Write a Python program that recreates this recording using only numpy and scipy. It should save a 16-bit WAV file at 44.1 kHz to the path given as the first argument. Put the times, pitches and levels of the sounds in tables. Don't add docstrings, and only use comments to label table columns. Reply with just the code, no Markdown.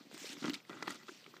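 import sys
import numpy as np
from scipy import signal
from scipy.io import wavfile

SR = 44100
rng = np.random.default_rng(int(sys.argv[2]) if len(sys.argv) > 2 else 0)


def persist_wave(psi):
    counts = np.round(np.clip(psi, -1, 1) * 32767).astype(np.int16)
    wavfile.write(sys.argv[1], SR, np.atleast_2d(counts).T)


def ratio_of_db(decibels):
    return 10 ** (np.asarray(decibels, float) / 20)


N = 61739

# pitch_hz, level_db, t60_s
PANEL_MODES = [(470, -10, .016), (620, -9, .014), (870, -9, .018), (1070, -7, .02), (1240, -3, .022),
               (1370, 0, .024), (1560, -8, .018), (1960, -2, .024), (2350, -7, .018), (2770, -12, .014),
               (3400, -10, .014), (4400, -12, .01)]


def rms_one(x):
    return x / np.sqrt(np.mean(x ** 2) + 1e-20)


def peak_one(x):
    return x / np.max(np.abs(x))


def filtered(x, order, hz, kind="low"):
    return signal.sosfilt(signal.butter(order, hz, kind, fs=SR, output="sos"), x)


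def in_time(rows):
    time_s, level_db = np.transpose(rows)
    return np.interp(np.arange(N) / SR, time_s, level_db)


def drift(rate_hz):
    r = np.exp(-2 * np.pi * rate_hz / SR)
    settle = 8000
    noise = rng.standard_normal(N + settle)
    return rms_one(signal.lfilter([1], [1, -2 * r, r * r], noise)[settle:])


def ring(x, hz, t60_s):
    r = ratio_of_db(-60 / (max(t60_s, .001) * SR))
    w = 2 * np.pi * hz / SR
    return signal.lfilter([0, np.sin(w)], [1, -2 * r * np.cos(w), r * r], x + 1e-18)


def grains(per_s, spread_db):
    excess = np.minimum(rng.exponential(1, N), 3)
    sizes = ratio_of_db(spread_db * excess) * rng.choice([-1, 1], N)
    return sizes * (rng.random(N) < per_s / SR)


def coloured(pair, spectrum, patch_db, tilt_db):
    out = 0
    edges_hz = 30 * 2 ** np.arange(0, 9.4, 1 / 3)
    hz, db = np.transpose(spectrum)
    for k, (low, high) in enumerate(zip(edges_hz, edges_hz[1:])):
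        band = filtered(pair[k % 2], 2, [low, high], "band")
        mid = np.sqrt(low * high)
        gain_db = np.interp(np.log(mid), np.log(hz), db) + patch_db * drift(22.5)
        out = out + band * ratio_of_db(gain_db + tilt_db * np.log2(mid / 4000))
    return rms_one(out)


def contact(noise, length_s):
    phase = np.clip(np.arange(len(noise)) / SR / max(length_s, 3e-4), 0, 1)
    return rms_one(noise * np.sin(np.pi * phase ** 0.4)) / np.sqrt(len(noise))


def add(out, start_s, x):
    i = int(start_s * SR)
    out[i:i + len(x)] += x[:N - i]


def rub():
    # time_s, level_db
    rub_speed = [(0, -63.5), (.09, -68), (.125, -57.5), (.26, -48.5), (.335, -49.5), (.36, -61.5),
                 (.39, -55), (.48, -52.5), (.525, -54.5), (.555, -55), (.63, -71.5), (.685, -64.5),
                 (.7, -62), (.86, -59.5), (.905, -50), (.97, -62.5), (1.06, -64.5), (1.08, -58),
                 (1.4, -65.5)]
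    # frequency_hz, density_db (per Hz)
    rub_colour = [(500, -3), (1100, -10), (2000, -3), (4000, -1.5), (7800, -7.5), (10500, -18),
                  (13500, -20.5), (15500, -37)]
    level_db = in_time(rub_speed)
    slips = [grains(per_s=6000, spread_db=2.5) for source in range(2)]
    finer_db = 0.11 * (level_db - level_db.mean())
    return ratio_of_db(level_db + drift(44)) * coloured(slips, rub_colour, 2.5, finer_db)


def grip():
    # time_s, level_db
    grip_pressure = [(0, -57.5), (.1, -95.5), (.15, -69), (.4, -59.5), (.44, -45.5), (.51, -51.5),
                     (.57, -56), (.63, -79), (.685, -69), (.7, -47), (.79, -54.5), (.86, -51.5), (.92, -50),
                     (.97, -64.5), (1.03, -58.5), (1.05, -65), (1.1, -79), (1.4, -60)]
    # pitch_hz, level_db, t60_s
    cavity_modes = [(165.0, -3, 0.045), (239, -7.0, 0.055), (297, 0.5, 0.033), (347, 3, 0.024)]
    slips_per_s, bag_spread_db, creak_spread_db = 990, 2, 9
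    bag = sum(ratio_of_db(db) * ring(grains(slips_per_s, bag_spread_db), hz, t60_s)
              for hz, db, t60_s in cavity_modes)
    creak = sum(ratio_of_db(db) * ring(grains(slips_per_s, creak_spread_db), hz, t60_s)
                for hz, db, t60_s in PANEL_MODES[1:8])
    mutter = ratio_of_db(-5 + 1.8 * drift(34)) * rms_one(filtered(bag, 2, 480))
    creak = ratio_of_db(-6 + 1.6 * drift(30)) * rms_one(creak)
    return ratio_of_db(in_time(grip_pressure)) * (mutter + creak)


def room_tone():
    # frequency_hz, density_db (per Hz)
    floor_colour = [(30, 29.5), (70, 5.5), (160, 8), (320, -2), (800, -7), (4400, -16), (8000, -29),
                    (10500, -23), (14500, -20.5)]
    noise = rng.standard_normal((2, N))
    return ratio_of_db(-62) * coloured(noise, floor_colour, patch_db=2.1, tilt_db=0.5)


def bumps():
    # start_s, level_db (peak), pitch_hz
    bag_pushes = [(0.008, -45.5, 294), (0.053, -48, 260), (0.067, -46, 274), (0.098, -49, 240),
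                  (0.128, -46.5, 207), (0.142, -41, 310), (0.162, -45.5, 350), (0.217, -44.5, 288),
                  (0.239, -51.5, 362), (0.297, -42, 258), (0.331, -41, 320), (0.4212, -34.5, 257),
                  (0.4427, -25.5, 292), (0.4483, -30, 295), (0.4563, -34.5, 287), (0.4636, -40, 303),
                  (0.469, -28.5, 292), (0.4815, -23.5, 267), (0.497, -25, 301), (0.559, -40, 273),
                  (0.6952, -39, 329), (0.728, -44.5, 362), (0.762, -42, 297), (0.8241, -36.5, 430),
                  (0.876, -32.5, 333), (0.952, -46, 292), (1.029, -61, 286), (1.09, -38, 367),
                  (1.116, -45.5, 320), (1.276, -47.5, 399), (1.337, -50.5, 362), (.114, -55, 305),
                  (0.203, -56, 270), (0.265, -56, 308), (.320, -46, 295), (.351, -45, 300),
                  (0.362, -46, 334), (0.375, -42, 288), (.517, -44, 270), (.527, -37, 272),
                  (0.912, -43, 262), (0.983, -56, 270), (1.154, -55, 270), (1.226, -61, 385),
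                  (1.298, -56, 306), (1.365, -51, 365)]
    out = np.zeros(N)
    soft = filtered(np.eye(1, 6000)[0], 2, 552)
    for start_s, level_db, pitch_hz in bag_pushes:
        add(out, start_s, ratio_of_db(level_db) * ring(soft, pitch_hz, t60_s=0.042))
    return filtered(out, 1, 163, "high")


def knocks():
    knock_times = [.113, .127, .145, .243, .427, .443, .4495, .456, .4643, .480, .4968, .650, .695, .701,
                   .710, .730, .738, .770, .807, .8245, .856, .873, .878, .900, .921, .956, 1.082, 1.089,
                   1.339, 1.365, .170, .368, .946, .7205, .746, 1.229, 1.262, 1.032, .4825]
    # level_db (peak), contact length_s, brightness_db (per octave)
    knock_kinds = [(-41.5, 0.003, -17), (-41, 0.0021, -22), (-43, 0.0014, -29), (-37, 0.0039, -33),
                   (-35.5, 0.0044, 2), (-27, 0.00074, -12), (-22.5, 0.00026, -11), (-34.5, 0.00036, 0),
                   (-29.5, 0.00081, -3), (-27, 0.00048, -9), (-35, 0.0014, -18), (-61, 0.0015, 3),
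                   (-39, 0.0054, -6), (-39, 0.0065, 2), (-38, 0.0028, -16), (-37, 0.0039, 0),
                   (-42, 0.011, -8), (-39, 0.0073, -7), (-38.5, 0.0021, -6), (-27, 0.0057, -7.5),
                   (-39, 0.027, 0), (-30.5, 0.0075, 9.5), (-24.5, 0.0058, -1.5), (-34, 0.015, 3),
                   (-43, 0.0065, -16), (-43.5, 0.011, -8), (-39.5, 0.0034, -6), (-47, 0.0042, -4),
                   (-44, 0.0035, -8), (-44.5, 0.0045, -1), (-41.5, 0.0032, 3), (-44, 0.0037, -10),
                   (-45, 0.0022, -9), (-48, 0.0064, 8), (-47, 0.0022, -8), (-49.5, .002, -19),
                   (-43.5, .004, -7), (-43.5, 0.0032, 12), (-31, 0.0026, -6)]
    scatter_db, damping, trim_db = 1.5, .85, -2.5
    out = np.zeros(N)
    noise = rng.standard_normal((len(knock_kinds), 2000))
    scatter = rng.standard_normal((len(knock_kinds), len(PANEL_MODES)))
    for start_s, (level_db, length_s, bright_db), row, uneven in zip(knock_times, knock_kinds, noise, scatter):
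        touch = contact(row, length_s)
        body = 0
        for (hz, mode_db, t60_s), chance in zip(PANEL_MODES, uneven):
            gain_db = mode_db + scatter_db * chance + (bright_db + 4) * np.log2(hz / 1350)
            body = body + ratio_of_db(gain_db) * peak_one(ring(touch, hz, damping * t60_s))
        add(out, start_s, ratio_of_db(level_db + trim_db) * peak_one(body))
    return filtered(out, 1, [350, 4800], "band")


def snaps():
    # start_s, level_db (peak)
    tooth_skips = [(0.1136, -44), (.1455, -37.5), (.1785, -36.5), (0.4427, -37), (0.452, -56),
                   (.4563, -25.5), (0.4666, -42), (0.497, -25), (0.6957, -35.5), (0.2929, -48),
                   (0.3697, -58), (0.479, -41), (0.6506, -51), (0.773, -58), (.8075, -54), (1.069, -44)]
    out = np.zeros(N)
    click = peak_one(filtered(np.eye(1, 400)[0], 3, [500, 5500], "band"))
    for start_s, level_db in tooth_skips:
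        add(out, start_s, -ratio_of_db(level_db) * click)
    return out


def pings():
    # start_s, level_db (peak)
    tab_taps = [
        (0.14, -50.5),
        (0.177, -50.5),
    ]
    # pitch_hz, level_db, t60_s
    tab_modes = [(5400, -10, .04), (8125, 0, .05), (13750, -9, .05)]
    taps = np.zeros(N)
    for start_s, level_db in tab_taps:
        taps[int(start_s * SR)] = ratio_of_db(level_db)
    return sum(ratio_of_db(db) * ring(taps, hz, t60_s) for hz, db, t60_s in tab_modes)


def ticks():
    tick_times = [.151, .1782, .292, .369, .481, .4968, .4968, .503, .534, .5408, .5412, .5465, .552, .6,
                  .8245, .879, .892, .896, .902, .905, .916, .922, .945, .955, 1.068, 1.083, 1.262, 1.366,
                  .828, .879, .873, .5035, .541, .547, .272, .266, .47, .439, .6505, .7, 1.242, 1.263,
                  .5415, .547, .553, .458, .473, .534, .877, .8255, 1.083, 1.0895, 1.3395, 1.3665, .905]
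    # level_db (peak), pitch_hz, contact length_s
    tick_kinds = [(-51, 8400, 0.0033), (-48, 6400, 0.0022), (-38.5, 4400, 0.0018), (-49, 2400, .002),
                  (-37.5, 4400, 0.0023), (-36, 4100, 0.0037), (-42.5, 10000, 0.0017), (-36, 2800, .004),
                  (-35, 4100, 0.0047), (-34.5, 10360, 0.0017), (-31.5, 4220, 0.0056), (-39, 4900, 0.0031),
                  (-39.5, 3650, 0.0045), (-49.5, 2400, 0.0088), (-35, 4970, 0.0093), (-37, 3470, 0.007),
                  (-44, 6900, 0.0037), (-52, 6800, 0.0042), (-44, 6900, 0.0011), (-34, 7700, 0.0046),
                  (-49.5, 7200, 0.0027), (-43.5, 5180, .005), (-47, 7900, 0.0035), (-47, 6300, 0.0066),
                  (-57, 6300, 0.0022), (-45, 3250, 0.012), (-54.5, 3240, 0.0038), (-49, 4100, 0.0051),
                  (-42, 5400, .002), (-46, 12000, 0.0031), (-56, 11000, 0.0074), (-41, 16000, 0.0014),
                  (-60, 15200, 0.00069), (-38, 7700, 0.0031), (-43, 2600, 0.0043), (-45.5, 2170, 0.0033),
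                  (-56, 4200, 0.0051), (-39, 3040, 0.0082), (-55, 2200, 0.0028), (-47, 3800, 0.0028),
                  (-50, 3000, 0.002), (-46, 2360, 0.0042), (-35, 2300, 0.0011), (-39.5, 2400, 0.009),
                  (-46, 3500, 0.0092), (-43, 3100, 0.0065), (-47, 4200, 0.016), (-52, 9400, .002),
                  (-34.5, 2000, 0.0067), (-38, 1980, 0.0074), (-43, 1420, 0.0033), (-41, 1500, 0.0088),
                  (-47.5, 1400, 0.0034), (-49.5, 2030, .003), (-39.5, 1880, 0.0054)]
    decay_cycles, crack_db, trim_db = 9, -6, -1
    out = np.zeros(N)
    noise = rng.standard_normal((len(tick_kinds), 1500))
    for start_s, (level_db, pitch_hz, length_s), row in zip(tick_times, tick_kinds, noise):
        band_hz = np.minimum(np.multiply((.55, 1.6), pitch_hz), 17e3)
        crack = filtered(contact(row, length_s), 2, band_hz, "band")
        t60_s = decay_cycles / pitch_hz
        tone = ring(ring(crack, pitch_hz, t60_s), pitch_hz, t60_s)
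        add(out, start_s, ratio_of_db(level_db + trim_db) * (peak_one(tone) + ratio_of_db(crack_db) * peak_one(crack)))
    return out


def scene():
    handling = rub() + grip() + bumps() + knocks()
    metal = snaps() + pings() + ticks()
    return (handling + metal + room_tone())[None]


def roll_off(x):
    return signal.sosfilt(signal.butter(12, 15680, fs=SR, output="sos"), x)


def record(dry):
    thin = filtered(dry, 4, 147, "high")
    dip_hz, dip_q, dip_share = 10300, 2.5, 0.58
    dipped = thin - dip_share * signal.lfilter(*signal.iirpeak(dip_hz, dip_q, fs=SR), thin)
    top_cut = signal.cheby2(12, 30, 15650, fs=SR, output="sos")
    return roll_off(signal.sosfilt(top_cut, dipped))


dry = scene()
out = record(dry)
persist_wave(out)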